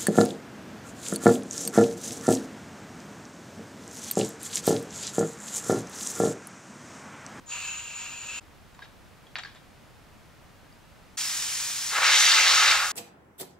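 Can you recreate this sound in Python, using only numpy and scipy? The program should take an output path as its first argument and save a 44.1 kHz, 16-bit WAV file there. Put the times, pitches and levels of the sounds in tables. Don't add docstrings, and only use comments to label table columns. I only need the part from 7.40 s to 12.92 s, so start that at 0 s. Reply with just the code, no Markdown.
import sys
import numpy as np
from scipy import signal
from scipy.fft import rfft, irfft, next_fast_len
from scipy.io import wavfile
from scipy.ndimage import uniform_filter1d, map_coordinates

SR = 44100
rng = np.random.default_rng(int(sys.argv[2]) if len(sys.argv) > 2 else 0)


def amplitude_ratio(level_db):
    exponent = np.asarray(level_db, float) / 20
    return 10 ** exponent


def wrap_up_sound(samples):
    columns = np.atleast_2d(samples).T
    tamed = np.clip(columns, -1, 1)
    steps = np.round(tamed * 32767).astype(np.int16)
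    wavfile.write(sys.argv[1], SR, steps)


N = 243343


def unit(x):
    return x / np.sqrt(np.mean(x ** 2) + 1e-20)


def along(points, hz):
    f, v = np.transpose(points)
    return np.interp(np.log(hz + 1), np.log(f + 1), v)


def filtered(x, response):
    m = next_fast_len(x.shape[-1] + 8192)
    spectrum = rfft(x, m) * response(np.fft.rfftfreq(m, 1 / SR))
    return irfft(spectrum, m)[..., :x.shape[-1]]


def shape(points):
    return lambda hz: amplitude_ratio(along(points, hz))


def resonance(f, centre, width):
    return 1j * f * width / (centre ** 2 - f * f + 1j * f * width)


def modes(table):
    return lambda f: np.sqrt(sum(np.abs(amplitude_ratio(db) * resonance(f, c, w)) ** 2 for c, w, db in table))


def curves(rows, late_s=0):
    s, *cols = np.transpose(rows)
    onset = late_s * (s < s[0] + .05)
    return [np.interp(np.arange(N) / SR, s + onset, c, left=-120) for c in cols]


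def bumps(rows):
    return sum(db * np.exp(-((np.arange(N) / SR - s) / half) ** 2) for s, db, half in rows)


def turbulence(response, patchy_db, flutter_db):
    z = signal.stft(rng.standard_normal(N), nperseg=512)[2]
    field = uniform_filter1d(rng.standard_normal(z.shape), size=7, axis=0)
    field = uniform_filter1d(field, size=12, axis=1)
    x = signal.istft(z * amplitude_ratio(patchy_db * unit(field)), nperseg=512)[1][:N]
    eddies = map_coordinates(rng.standard_normal(N // 300 + 4), [np.arange(N) / 300])
    return unit(filtered(x * amplitude_ratio(flutter_db * eddies), response))


def floor():
    # f/Hz, level/dB (per Hz)
    floor_colour = [(12, -38), (20, -7), (88, -4.5), (248, -9.5), (277, -13), (319, -11.5), (347, -15),
                    (472, -14), (718, -14), (780, -15.5), (1030, -16), (1530, -17.5), (16000, -38.5)]
    # f/Hz, likeness (0-1)
    alike = [(60, 0.23), (240, 0.33), (950, 0.61), (3770, 0.64), (15000, 0.57)]
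    level_db = -54.5

    def mid_and_side(hz):
        turn = np.arccos(np.clip(along(alike, hz), -1, 1)) / 2
        return shape(floor_colour)(hz) * np.array([np.ones_like(hz), np.tan(turn)])

    mid, side = filtered(rng.standard_normal((2, N)), mid_and_side)
    return amplitude_ratio(level_db) * np.array([mid + side, mid - side]) / np.std(mid)


def fitting():
    # t/s, level/dB
    air_flow = [
        (0.06, -67),
        (0.09, -42.5),
        (0.128, -38),
        (0.294, -39.5),
        (0.436, -46),
        (0.634, -41.5),
        (0.784, -47),
        (0.966, -39.5),
        (0.99, -38.5),
    ]
    # f/Hz, width/Hz, level/dB
    bore_modes = [(2390, 190, -8), (2614, 39, 0), (2750, 200, -5.5), (3220, 140, -14)]
    # f/Hz, width/Hz, level/dB
    gap_modes = [(6830, 270, -2), (7050, 230, 0), (7100, 240, -5), (13800, 600, -22)]
    # f/Hz, level/dB (per Hz)
    rush_colour = [(300, -14), (900, -3), (1300, 0), (2000, -2), (4000, 0), (6000, -2), (8300, -2.5),
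                   (9200, -29), (13000, -13), (16000, -36)]
    # f/Hz, width/Hz, level/dB
    hose_modes = [(963, 25, 6), (1260, 47, 6.5), (1640, 92, 3.5), (3930, 110, -4), (4500, 170, -6),
                  (8400, 460, -8)]
    # level/dB at full flow, growth/(dB per dB of flow), delay/s needed to speak
    parts = [
        (-40, 0.9, 0.024),
        (-39, .7, .001),
        (-49, 0.8, 0.0055),
    ]
    full_flow_db = -40
    gains = []
    for db, grows, late_s in parts:
        flow_db = curves(air_flow, late_s)[0]
        gains.append(amplitude_ratio(db + grows * (flow_db - full_flow_db)))
    low, high, broad = gains
    bore = turbulence(lambda f: modes(bore_modes)(f) ** 1.3, patchy_db=0.3, flutter_db=1)
    gap = turbulence(lambda f: modes(gap_modes)(f) ** 1.43, patchy_db=2.0, flutter_db=-0.2)
    rush = turbulence(lambda f: shape(rush_colour)(f) * (1 + 1.2 * modes(hose_modes)(f)),
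                      patchy_db=0.5, flutter_db=0.8)
    return low * bore + high * gap + amplitude_ratio(6) * broad * rush


def coupler():
    # t/s, level/dB, ring f/Hz, t60/s
    pings = [(1.346, -47, 7200, .013), (1.391, -34.5, 1015, 0.016), (1.42, -33.5, 1635, 0.056),
             (1.422, -49.5, 3760, .12), (1.868, -46, 3300, .025), (1.9555, -21, 2400, 0.0054),
             (1.959, -30, 4500, 0.024), (1.961, -37, 3780, 0.25), (1.986, -32.5, 1934, 0.058),
             (1.985, -38, 6740, .012), (1.985, -38.5, 7640, 0.014), (2.0489, -30.5, 1650, 0.02),
             (2.057, -31.5, 1690, 0.021), (2.0708, -40, 1630, .017), (2.149, -46, 7400, 0.0095),
             (2.0345, -36, 4600, .02), (2.052, -43, 4290, .05), (2.156, -50, 3500, .05),
             (3.326, -47, 4770, .008)]
    # t/s, level/dB, t60/s
    rattles = [
        (1.347, -44, .013),
        (1.396, -46, .11),
        (1.44, -43.5, .086),
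        (1.9556, -24, .008),
        (1.958, -28, 0.066),
        (1.983, -28.5, 0.069),
        (2.0338, -31, 0.021),
        (2.053, -42.5, 0.43),
        (2.149, -44, .01),
        (2.154, -44, 0.12),
    ]
    # f/Hz, width/Hz, level/dB
    sleeve_modes = [(1070, 780, 2.5), (1650, 230, 5), (2270, 340, -6), (3280, 450, -6), (3780, 48, 5),
                    (4600, 100, -16)]
    rattle_db = -6
    rise_share, slowest_rise_s = 0.062, 0.0045
    out, t = np.zeros(N + SR), np.arange(SR // 4) / SR
    radiated = signal.butter(4, [640, 5000], "band", fs=SR, output="sos")
    for s, db, hz, t60 in pings + [(s, db, 0, t60) for s, db, t60 in rattles]:
        rise = min(rise_share * t60, slowest_rise_s)
        blow = amplitude_ratio(-60 * t / t60) * (1 - np.exp(-t / rise))
        strength_db = rng.normal(0, 2, len(sleeve_modes))

        def sleeve(f):
            return 1.0 + sum(amplitude_ratio(d + extra) * resonance(f, c, w)
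                             for extra, (c, w, d) in zip(strength_db, sleeve_modes))

        rattle = signal.sosfilt(radiated, filtered(blow * rng.standard_normal(len(t)), sleeve))
        body = blow * np.sin(2 * np.pi * hz * t) + amplitude_ratio(rattle_db) * rattle
        out[round(s * SR):][:len(t)] += amplitude_ratio(db) * body / np.abs(body).max()
    return out[:N]


def jet_gains():
    # t/s, air flow level/dB, valve opening (0-1)
    trigger = [
        (4.505, -46, 0.14),
        (4.535, -35, 0.04),
        (4.59, -29.5, 0),
        (4.654, -24, 0.55),
        (4.806, -25, .95),
        (4.94, -24, 0.78),
        (5.1, -24.5, 0.7),
        (5.3, -24, 0.63),
        (5.448, -34, 0.07),
    ]
    # t/s, loss/dB, half length/s
    falters = [
        (4.602, 5, 0.011),
        (5.044, 2.5, 0.016),
    ]
    # t/s, level/dB, half length/s
    cupping = [
        (4.93, -2, 0.036),
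        (5.005, 2, .03),
        (5.11, -3, .045),
    ]
    # level/dB over the flow, gain/dB from a fully open valve
    parts = [
        (4, -11.5),
        (-0.6, -0.4),
        (-3.5, 5.5),
        (-13.5, 18),
    ]
    shut_db_per_s = 180
    flow_db, opening = curves(trigger)
    after_s = np.maximum(np.arange(N) / SR - trigger[-1][0], 0)
    flow_db = flow_db - bumps(falters) - shut_db_per_s * after_s
    cup = [0, 1, -1, 0]
    return [amplitude_ratio(flow_db + db + gain_db * np.clip(opening, 0, 1) + c * bumps(cupping))
            for (db, gain_db), c in zip(parts, cup)]


def spray_tool():
    # f/Hz, level/dB (per Hz)
    seep = [(240, -44), (400, -26), (578, -22), (975, -9.5), (1430, -7), (1640, -5), (2450, -5),
            (2730, -4.5), (4060, -2.5), (5360, 0.5), (7170, 0.5), (10700, -9.5), (15700, -18.5)]
    # f/Hz, width/Hz, level/dB
    palm = [(558, 92, -11), (836, 214, -6), (1317, 570, -1)]
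    # f/Hz, width/Hz, level/dB
    hollow = [(1650, 490, -3.5), (2140, 450, -1.5), (2620, 630, -1.5)]
    # f/Hz, level/dB (per Hz)
    shear = [(1800, -27.5), (2900, 0), (3800, 2), (4700, 1.5), (5500, -5.5), (7000, -33)]
    # f/Hz, level/dB (per Hz)
    fizz = [(4000, -32), (5200, 1.5), (6000, 2), (7400, -2), (8500, -8), (11000, -17.5), (16000, -28)]
    # f/Hz, width/Hz, level/dB
    nozzle = [(1276, 40, -2.5), (1426, 29, -0.5), (1635, 26, 1.5), (1780, 22, 5), (2056, 35, 5),
              (2290, 23, -0.5), (2730, 35, 0.5), (3680, 55, -3.5), (3870, 32, 0), (4060, 25, -7),
              (4570, 37, -2)]
    leak_start_s, leak_db, surge_db, settle_s = 3.77, -33, 3, 0.36
    since = np.arange(N) / SR - leak_start_s
    leak_gain = (since > 0) * amplitude_ratio(leak_db + surge_db * np.exp(-np.abs(since) / settle_s) + 1)
    leak = leak_gain * turbulence(shape(seep), patchy_db=0.1, flutter_db=1.0)
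    colours = [lambda f: modes(palm)(f) ** 1.55, lambda f: modes(hollow)(f) ** 1.34, shape(shear), shape(fizz)]
    jet = sum(gain * turbulence(colour, patchy_db=1.1, flutter_db=1.3)
              for gain, colour in zip(jet_gains(), colours))
    return leak + filtered(jet, lambda f: 0.87 + 0.81 * modes(nozzle)(f))


def echo():
    # f/Hz, t60/s
    ring_time = [(300, 0.46), (2000, 0.21), (8000, 0.26), (16000, 0.3)]
    # f/Hz, level/dB
    wet = [(300, -6), (700, -1.5), (1400, -7.5), (3000, -1.5), (5500, -4), (9000, 0.5), (12000, 2.5),
           (16000, 4)]
    hz, t, z = signal.stft(rng.standard_normal((2, SR // 3)), SR, nperseg=256)
    decay = amplitude_ratio(-60 * t / along(ring_time, hz)[:, None])
    tail = signal.istft(z * decay, SR, nperseg=256)[1]
    tail = filtered(tail, lambda f: amplitude_ratio(along(wet, f)) / np.sqrt(along(ring_time, f)))
    return np.pad(tail / np.linalg.norm(tail[0]), ((0, 0), (130, 0)))


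def heard(x):
    # f/Hz, phase/rad
    lead = [(300, 0), (3100, .35), (4300, .85), (5500, .8), (6200, 1.5), (7400, 1.6), (9200, 2.6),
            (11500, 2.5), (12900, 3.3), (14300, 3.9), (16000, 4.3)]
    # f/Hz, left minus right level/dB
    tilt = [(500, 1), (5500, 0.4), (6100, 0), (6800, 4), (8000, -6.5), (9200, 7.5), (11000, -6), (12500, 6),
            (16000, -14)]
    # f/Hz, share (0-1)
    still = [(300, .97), (5000, .92), (8000, .45), (16000, .3)]
    walls, step = np.zeros((2, N + SR)), SR // 5
    moving = filtered(x, lambda f: np.sqrt(1 - along(still, f) ** 2))
    padded = np.pad(moving, (step, 2 * step))
    fade = np.sin(np.pi * np.arange(2 * step) / (2 * step))
    for start in range(-step, N, step):
        piece = padded[start + step:][:2 * step] * fade
        if np.abs(piece).max() > 1e-4:
            answer = signal.fftconvolve(piece[None], echo(), axes=1)[:, max(-start, 0):]
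            walls[:, max(start, 0):][:, :answer.shape[1]] += answer
    steady = filtered(x, lambda f: along(still, f))
    walls = walls[:, :N] + signal.fftconvolve(steady[None], echo(), axes=1)[:, :N]

    def ports(f):
        half = amplitude_ratio(along(tilt, f) / 2) * np.exp(.5j * along(lead, f))
        return np.array([half, 1 / half])

    return filtered(x, ports) + amplitude_ratio(-1.5) * walls


def scene():
    # t/s, fade/s
    changes = [
        (1.0, .012),
        (3.7702, .008),
    ]
    t = np.arange(N) / SR
    before = t < changes[0][0]
    sources = heard(fitting() * before) * before + heard(coupler() + spray_tool())
    dips = np.prod([np.clip(np.abs(t - s) / fade, 0, 1) for s, fade in changes], axis=0)
    return (amplitude_ratio(-0.5) * sources + floor()) * dips


def roll_off(x):
    return signal.sosfilt(signal.butter(12, 16650, fs=SR, output="sos"), x)


def record(dry):
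    mix = filtered(dry, lambda hz: hz < 15700)
    return roll_off(mix)


dry = scene()
out = record(dry)
wrap_up_sound(out)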